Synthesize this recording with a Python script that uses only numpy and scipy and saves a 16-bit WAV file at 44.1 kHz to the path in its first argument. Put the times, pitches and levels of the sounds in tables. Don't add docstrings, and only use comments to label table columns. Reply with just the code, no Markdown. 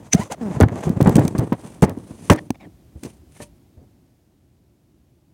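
import sys
import numpy as np
from scipy import signal
from scipy.fft import rfft, irfft
from scipy.io import wavfile
from scipy.ndimage import uniform_filter1d, minimum_filter1d

SR = 44100
rng = np.random.default_rng(int(sys.argv[2]) if len(sys.argv) > 2 else 0)


def int16_out(signal):
    q = np.round(np.clip(np.atleast_2d(signal).T, -1, 1) * 32767)
    wavfile.write(sys.argv[1], SR, q.astype(np.int16))


N = 235254
TIME = np.arange(N) / SR

# pitch_hz [Hz], level_db [dB per Hz]
CHATTER_COLOUR = [(35, -26), (100, 11.5), (300, 9.5), (950, 1.5), (1400, -4), (1900, 1), (2500, -4.5),
                  (16000, -9)]
# pitch_hz [Hz], level_db [dB per Hz]
GRIT_COLOUR = [(100, -29), (700, -9.5), (2200, -1), (3800, -4), (6500, -1.5), (7600, -4), (8800, -0.5),
               (11000, -12), (16000, -13.5)]


def amp(db):
    return 10 ** (np.asarray(db) / 20)


def unit(x):
    return x / np.sqrt(np.mean(x ** 2) + 1e-20)


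def held(x, length):
    return x / np.sqrt(np.sum(x ** 2) / (length * SR) + 1e-20)


def add(mix, s, sound):
    part = mix[max(round(s * SR), 0):][:len(sound)]
    part += sound[:len(part)]


def colour(x, points, size=4096):
    hz, db = np.transpose(points)
    bin_hz = abs(np.fft.fftfreq(size, 1 / SR))
    log_gain = np.log(amp(np.interp(np.log(bin_hz + 1), np.log(hz), db)))
    response = np.fft.ifft(np.exp(np.conj(signal.hilbert(log_gain)))).real
    return signal.fftconvolve(x, response[:size // 2])[:len(x)]


def lowpass(x, hz):
    return signal.sosfilt(signal.butter(2, min(hz, SR / 3), fs=SR, output="sos"), x)


def band(x, low_hz, high_hz):
    return signal.sosfilt(signal.butter(2, [low_hz, high_hz], "bandpass", fs=SR, output="sos"), x)


def resonate(x, hz, width):
    turn = np.exp(2j * np.pi * np.cumsum(hz * np.ones(len(x))) / SR)
    r = np.exp(-np.pi * width / SR)
    shifted = signal.lfilter([1 - r], [1, -r], x / turn)
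    return 2 * (turn * shifted).real


def drift(rate_hz):
    keep = np.exp(-(np.fft.rfftfreq(N, 1 / SR) / rate_hz) ** 2)
    return unit(irfft(rfft(rng.standard_normal(N)) * keep, N))


def slips(per_s, spread_db):
    size = amp(spread_db * np.minimum(rng.exponential(1, N), 3))
    return size * rng.choice([-1, 1], N) * (rng.random(N) < per_s / SR)


def contact(t, length, rise, release):
    landed = (1 - np.exp(-t / rise)) * (1 + np.exp(-t / (10 * rise)))
    return landed * np.exp(-np.maximum(t - length, 0) / release)


def port(x):
    # pitch_hz [Hz], width_hz [Hz], level_db [dB]
    modes = [(6070, 150, 5), (2340, 400, -9), (8460, 260, -11)]
    return sum(amp(db) * resonate(x, hz, width) for hz, width, db in modes)


def swell(peak, width):
    return np.exp(2 - 2 * np.sqrt(1 + ((TIME - peak) / width) ** 2))


def grip(fade=.015):
    # time_s [s], pressure_db [dB], hiss_db [dB]
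    slide_points = [(0.385, -42, -64), (0.46, -34, -61), (0.545, -32.5, -49.5), (0.68, -29, -66),
                    (0.77, -32, -51.5), (0.849, -32, -44), (0.94, -32, -60), (1.11, -21.5, -48),
                    (1.26, -23, -46.5), (1.31, -32, -56.5), (1.41, -25.5, -54.5), (1.48, -37, -60),
                    (1.7, -43, -52), (1.79, -48.5, -62), (1.89, -32, -64.5), (2.02, -42, -60),
                    (2.28, -44, -51.5), (2.47, -45, -63)]
    # peak_s [s], width_s [s], pressure_db [dB], hiss_db [dB]
    brush_table = [(.0, .03, -42, -62), (.06, .017, -47, -53), (.215, .04, -34, -43),
                   (.325, .013, -36.5, -40.5), (2.1, .018, -41, -60), (2.668, .028, -40, -72),
                   (3.069, .055, -47, -53), (3.385, .05, -57, -54), (3.43, .014, -48, -44.5)]
    s, pressure_db, hiss_db = np.transpose(slide_points)
    touching = np.exp(-abs(TIME - np.clip(TIME, s[0], s[-1])) / fade)
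    gains = touching * amp([np.interp(TIME, s, pressure_db), np.interp(TIME, s, hiss_db)])
    return gains + sum(np.outer(amp(levels), swell(peak, width)) for peak, width, *levels in brush_table)


def rubbing(judder_db=3.0, judder_hz=50, hiss_judder_db=2.4, peak_width_hz=1400, peak_db=-4, port_db=-15,
            snag_db=-8, rasp_db=-2, rasp_share=0.39, grit_db=-12.5, grit_share=.7,
            crackle_db=-17, crackles_per_s=60, crackle_hz=1500):
    # pitch_hz [Hz], level_db [dB per Hz]
    hiss_colour = [(900, -12), (2600, 0), (4200, -4), (6100, -3.5), (9500, -2.5), (12000, -10.5),
                   (16000, -24)]
    # time_s [s], gap_hz [Hz], bite_db [dB]
    gap_points = [(.85, 6850, 4), (1.3, 8000, -4.5), (1.68, 9000, 1.5), (2.2, 9500, -7)]
    pressure, hiss_gain = grip()
    s, gap_hz, bite_db = np.transpose(gap_points)
    judder = drift(judder_hz)
    judder_gain, hiss_judder_gain = amp(judder_db * judder), amp(hiss_judder_db * judder)

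    rumble = unit(band(colour(slips(900, 3), CHATTER_COLOUR), 38, 310)) * judder_gain
    rasp = unit(band(colour(slips(3000, 4), CHATTER_COLOUR), 400, 1200)) * judder_gain
    grit = unit(band(slips(900, 5), 1100, 3000)) * hiss_judder_gain
    crackle = unit(band(colour(slips(crackles_per_s, 2.5), CHATTER_COLOUR), 250, crackle_hz))

    drag = rng.standard_normal(N) + amp(snag_db) * unit(slips(65, 6))
    fibres = (unit(colour(drag, hiss_colour)) + amp(port_db) * unit(port(drag))) * hiss_judder_gain
    singing_gap = unit(resonate(fibres, np.interp(TIME, s, gap_hz), peak_width_hz))
    hiss = unit(fibres + amp(peak_db) * singing_gap)

    lightness = hiss_gain / (pressure + 1e-12)
    middle = amp(rasp_db) * lightness ** rasp_share * rasp
    middle = middle + amp(grit_db) * lightness ** grit_share * grit
    bite = amp(np.interp(TIME, s, bite_db))
    return pressure * (rumble + bite * (amp(crackle_db) * crackle + middle)) + hiss_gain * hiss


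def room(x, wet_db=-30, dull_hz=700, hush_db=-58, stir_db=7, count=24000):
    # pitch_hz [Hz], level_db [dB per Hz]
    hush_colour = [(20, -20.5), (60, -1.5), (125, -4.5), (200, -8.5), (340, -10), (450, -22.5),
                   (650, -22.5), (1200, -34.5), (4000, -38), (16000, -42)]
    decay = np.exp(-np.log(1000) * TIME[:count] / .5)
    echo = signal.fftconvolve(x, lowpass(rng.standard_normal(count), dull_hz) * decay)[:N]
    hush = unit(colour(rng.standard_normal(N), hush_colour))
    hush_gain = amp(hush_db + np.interp(TIME, [3.3, 4.4], [stir_db, 0]))
    return amp(wet_db) * np.std(x) * unit(echo) + hush_gain * hush


def wipe(top_hz=7500):
    # peak_s [s], rise_s [s], fall_s [s], grit_db [dB], ring_db [dB]
    wipe_settings = (.1345, .0035, .0015, -19.5, -6.5)
    s, rise, fall, grit_db, ring_db = wipe_settings
    noise = lowpass(rng.standard_normal(N), top_hz)
    level = np.exp(-abs(TIME - s) / np.where(TIME < s, rise, fall))
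    return level * (amp(grit_db) * unit(colour(noise, GRIT_COLOUR)) + amp(ring_db) * unit(port(noise)))


def scrapes(rise=0.00043, release=.0006, release_share=0.18, grain=0.48, ring_db=-11, count=6144):
    # start_s [s], level_db [dB], length_s [s]
    scrape_table = [(.135, -30, .017), (0.6018, -26.5, 0.0013), (.609, -18.5, 0.00092),
                    (.685, -41, 0.00094), (1.009, -34.5, 0.0053), (1.073, -32, .003), (1.155, -22.5, .003),
                    (1.164, -29, .005), (1.251, -35, .002), (1.278, -26, 0.002), (1.381, -37, 0.011),
                    (1.821, -32, .025), (2.2995, -14, 0.0026), (2.304, -30.5, 0.028), (2.36, -42, .004),
                    (2.505, -21, 0.00042), (3.034, -43.5, .027)]
    out, t = np.zeros(N), TIME[:count]
    for s, db, length in scrape_table:
        noise, lumps = rng.standard_normal((2, count))
        force = noise * np.exp(grain * unit(uniform_filter1d(lumps, size=60)))
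        force = force * contact(t, length, rise, release + release_share * length)
        skin = held(colour(force, GRIT_COLOUR), length)
        ring = amp(ring_db) * held(port(force), length)
        add(out, s, amp(db) * (skin + ring))
    return out


def bumps(cycles=1.02, sag=0.073, rise=.001, release=0.0078, crackle=.22,
          chatter_hz=1900, brighter_db_per_octave=8.5, count=8192):
    # start_s [s], strength_db [dB], thud_hz [Hz],
    # hardness_db [dB, chatter against thud], contact_s [s]
    bump_table = [(.137, -13, 260, -10, .012), (0.148, -.5, 195, -27, 0.0095),
                  (.195, -10.5, 200, -16, 0.0074), (.567, -14.5, 150, -20, .036),
                  (.603, -1, 450, -14, .013), (.609, -4, 200, -5, 0.0052), (.619, -1, 120, -16, .007),
                  (0.6312, 1, 115, -9, .004), (0.659, -9, 130, -25, 0.017), (.869, -8, 160, -15.5, 0.023),
                  (0.9, -6, 210, -23, .03), (1.004, -6, 330, -9.5, 0.008), (1.017, -1.5, 150, -20, 0.018),
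                  (1.058, -2.5, 190, -11, .025), (1.073, 3, 170, -16, .022), (1.157, 1.5, 195, -15.5, .014),
                  (1.181, -2, 290, -10.5, 0.011), (1.208, -13.5, 330, -7.5, 0.018),
                  (1.25, -6, 180, -19, 0.029), (1.35, -11, 230, -11.5, .006), (1.387, -7, 135, -13.5, .039),
                  (1.521, -8, 280, -9, .012), (1.824, 3.5, 160, -10.5, .016), (1.848, -20, 200, -8, .06),
                  (1.973, -18, 270, -17, .005), (2.298, -1.5, 1050, 2, .004), (2.304, -2, 400, -10, .008),
                  (2.311, -3, 115, -7, .019), (2.345, -24, 320, -5, .03), (2.504, -10, 265, -7.5, .001),
                  (2.954, -27.5, 80, -17, 0.021), (3.031, -27, 270, -13, .04), (3.05, -22, 280, -12, 0.022),
                  (3.4, -32, 250, -5.5, .01), (3.771, -35, 90, -17, .075)]
    out, t = np.zeros(N), TIME[:count]
    for s, db, hz, hardness_db, length in bump_table:
        turns = hz * t * (1 - sag * (1 - np.exp(-t * hz / 2)))
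        thud = np.sin(2 * np.pi * turns) * np.exp(-hz * t / cycles) * (1 - np.exp(-t / rise))
        let_go = min(release, 2 * length)
        noise, lumps = rng.standard_normal((2, count))
        force = noise * np.exp(crackle * unit(uniform_filter1d(lumps, size=100)))
        force = force * contact(t, length, rise, let_go)
        bright_hz = chatter_hz * 2 ** (hardness_db / brighter_db_per_octave)
        chatter = held(lowpass(colour(force, CHATTER_COLOUR), bright_hz), length + let_go / 2)
        add(out, s, amp(db) * (thud / abs(thud).max() + amp(hardness_db) * chatter))
    return out


def squeaks(jitter=0.022, overtone_slope=1.15, flutter_db=2.6, rasp_db=-16, count=9):
    # time_s [s], pitch_hz [Hz], level_db [dB]
    strokes = [
        [(.155, 636, -33), (.178, 721, -32.5), (.205, 740, -32)],
        [(.207, 988, -33), (.232, 1016, -32)],
        [(.298, 402, -36), (.316, 716, -32.5), (.334, 855, -31), (.352, 516, -37)],
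        [(.406, 265, -30), (.432, 222, -23), (.525, 164, -27.5)],
    ]
    out, wobble, flutter = np.zeros(N), drift(220), drift(120)
    for stroke in strokes:
        s, hz, db = np.transpose(stroke)
        t = np.arange(s[0], s[-1], 1 / SR)
        pitch = np.interp(t, s, hz) * (1 + jitter * wobble[:len(t)])
        phase = 2 * np.pi * np.cumsum(pitch) / SR
        overtones = sum(np.sin(k * phase) / k ** overtone_slope for k in range(1, count))
        tone = colour(overtones, CHATTER_COLOUR)
        puffs = colour(rng.standard_normal(len(t)) * (1 + np.cos(phase)) ** 2, GRIT_COLOUR)
        speed = pitch / 1000
        level = amp(np.interp(t, s, db) + flutter_db * flutter[:len(t)])
        squeak = unit(tone) + amp(rasp_db) * speed * unit(puffs)
        add(out, s[0], squeak * level * signal.windows.tukey(len(t), .2))
    return out


def ticks():
    # start_s [s], peak_db [dB]
    tick_table = [(.6278, -8), (.8948, -16), (1.0283, -9), (1.0951, -8), (1.1952, -12), (1.3955, -13),
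                  (1.529, -18), (1.8293, -8), (1.8961, -15.5), (2.3215, -10), (2.33, -11)]
    out = np.zeros(N)
    for s, db in tick_table:
        add(out, s, amp([db]))
    return out


def catches(fall=.003, count=2048):
    # start_s [s], peak_db [dB]
    catch_table = [(.685, -24), (.829, -24)]
    out = np.zeros(N)
    for s, db in catch_table:
        force = rng.standard_normal(count) * np.exp(-TIME[:count] / fall)
        crackle = band(colour(force, CHATTER_COLOUR), 450, 2200)
        add(out, s, amp(db) * crackle / abs(crackle).max())
    return out


def landing(rise=0.0054, rock_db=3):
    # pitch_hz [Hz], level_db [dB], t60_s [s]
    support_modes = [(309, -10, .19), (587, -21.5, 0.21), (943, -25, 0.15), (1254, -32, 0.08),
                     (1780, -29, 0.12)]
    # start_s [s], strength_db [dB], lowest_mode_extra_db [dB]
    knocks = [(2.313, 0, 0), (3.402, -16, -16)]
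    out = np.zeros(N)
    for s, strength_db, lowest_db in knocks:
        t = np.maximum(TIME - s, 0)
        rings = []
        for hz, db, t60 in support_modes:
            level = amp(db - 60 * t / t60 + rock_db * drift(hz / 10))
            rings.append(level * np.sin(2 * np.pi * hz * t))
        ringing = amp(lowest_db) * rings[0] + sum(rings[1:])
        out += amp(strength_db) * (1 - np.exp(-t / rise)) * ringing
    return out


def scuffs(width_hz=560, overtone_slope=1.3, grain_db=2, count=16):
    # start_s [s], length_s [s], from_hz [Hz], to_hz [Hz], level_db [dB]
    scuff_table = [(2.373, .024, 590, 620, -34), (2.542, .02, 700, 680, -48), (2.591, .08, 800, 540, -50),
                   (3.35, .035, 680, 600, -55)]
    out, grain = np.zeros(N), amp(grain_db * drift(150))
    for s, length, from_hz, to_hz, db in scuff_table:
        t = np.arange(0, length, 1 / SR)
        hz = from_hz + (to_hz - from_hz) * t / length
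        noise = rng.standard_normal(len(t))
        peaks = np.zeros(len(t))
        for k in range(1, count, 2):
            peak = resonate(resonate(noise, k * hz, width_hz), k * hz, width_hz)
            peaks += peak / max(k - 2, 1) ** overtone_slope
        add(out, s, amp(db) * unit(peaks * grain[:len(t)]) * signal.windows.tukey(len(t), .5))
    return out


def scene():
    handling = rubbing() + wipe() + scrapes() + bumps() + squeaks() + ticks() + catches() + landing() + scuffs()
    return (handling + room(handling))[None]


def record(dry, bass_cut_hz=50, ceiling=.97, size=44, edge_hz=16400):
    x = signal.sosfilt(signal.butter(4, bass_cut_hz, "highpass", fs=SR, output="sos"), dry)
    needed = ceiling / np.maximum(abs(x), ceiling)
    gain = uniform_filter1d(minimum_filter1d(needed, size), size)
    treble_cut = signal.firwin(255, edge_hz, window=("kaiser", 9), fs=SR)
    return signal.oaconvolve(x * gain, treble_cut[None], "same")


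dry = scene()
out = record(dry)
int16_out(out)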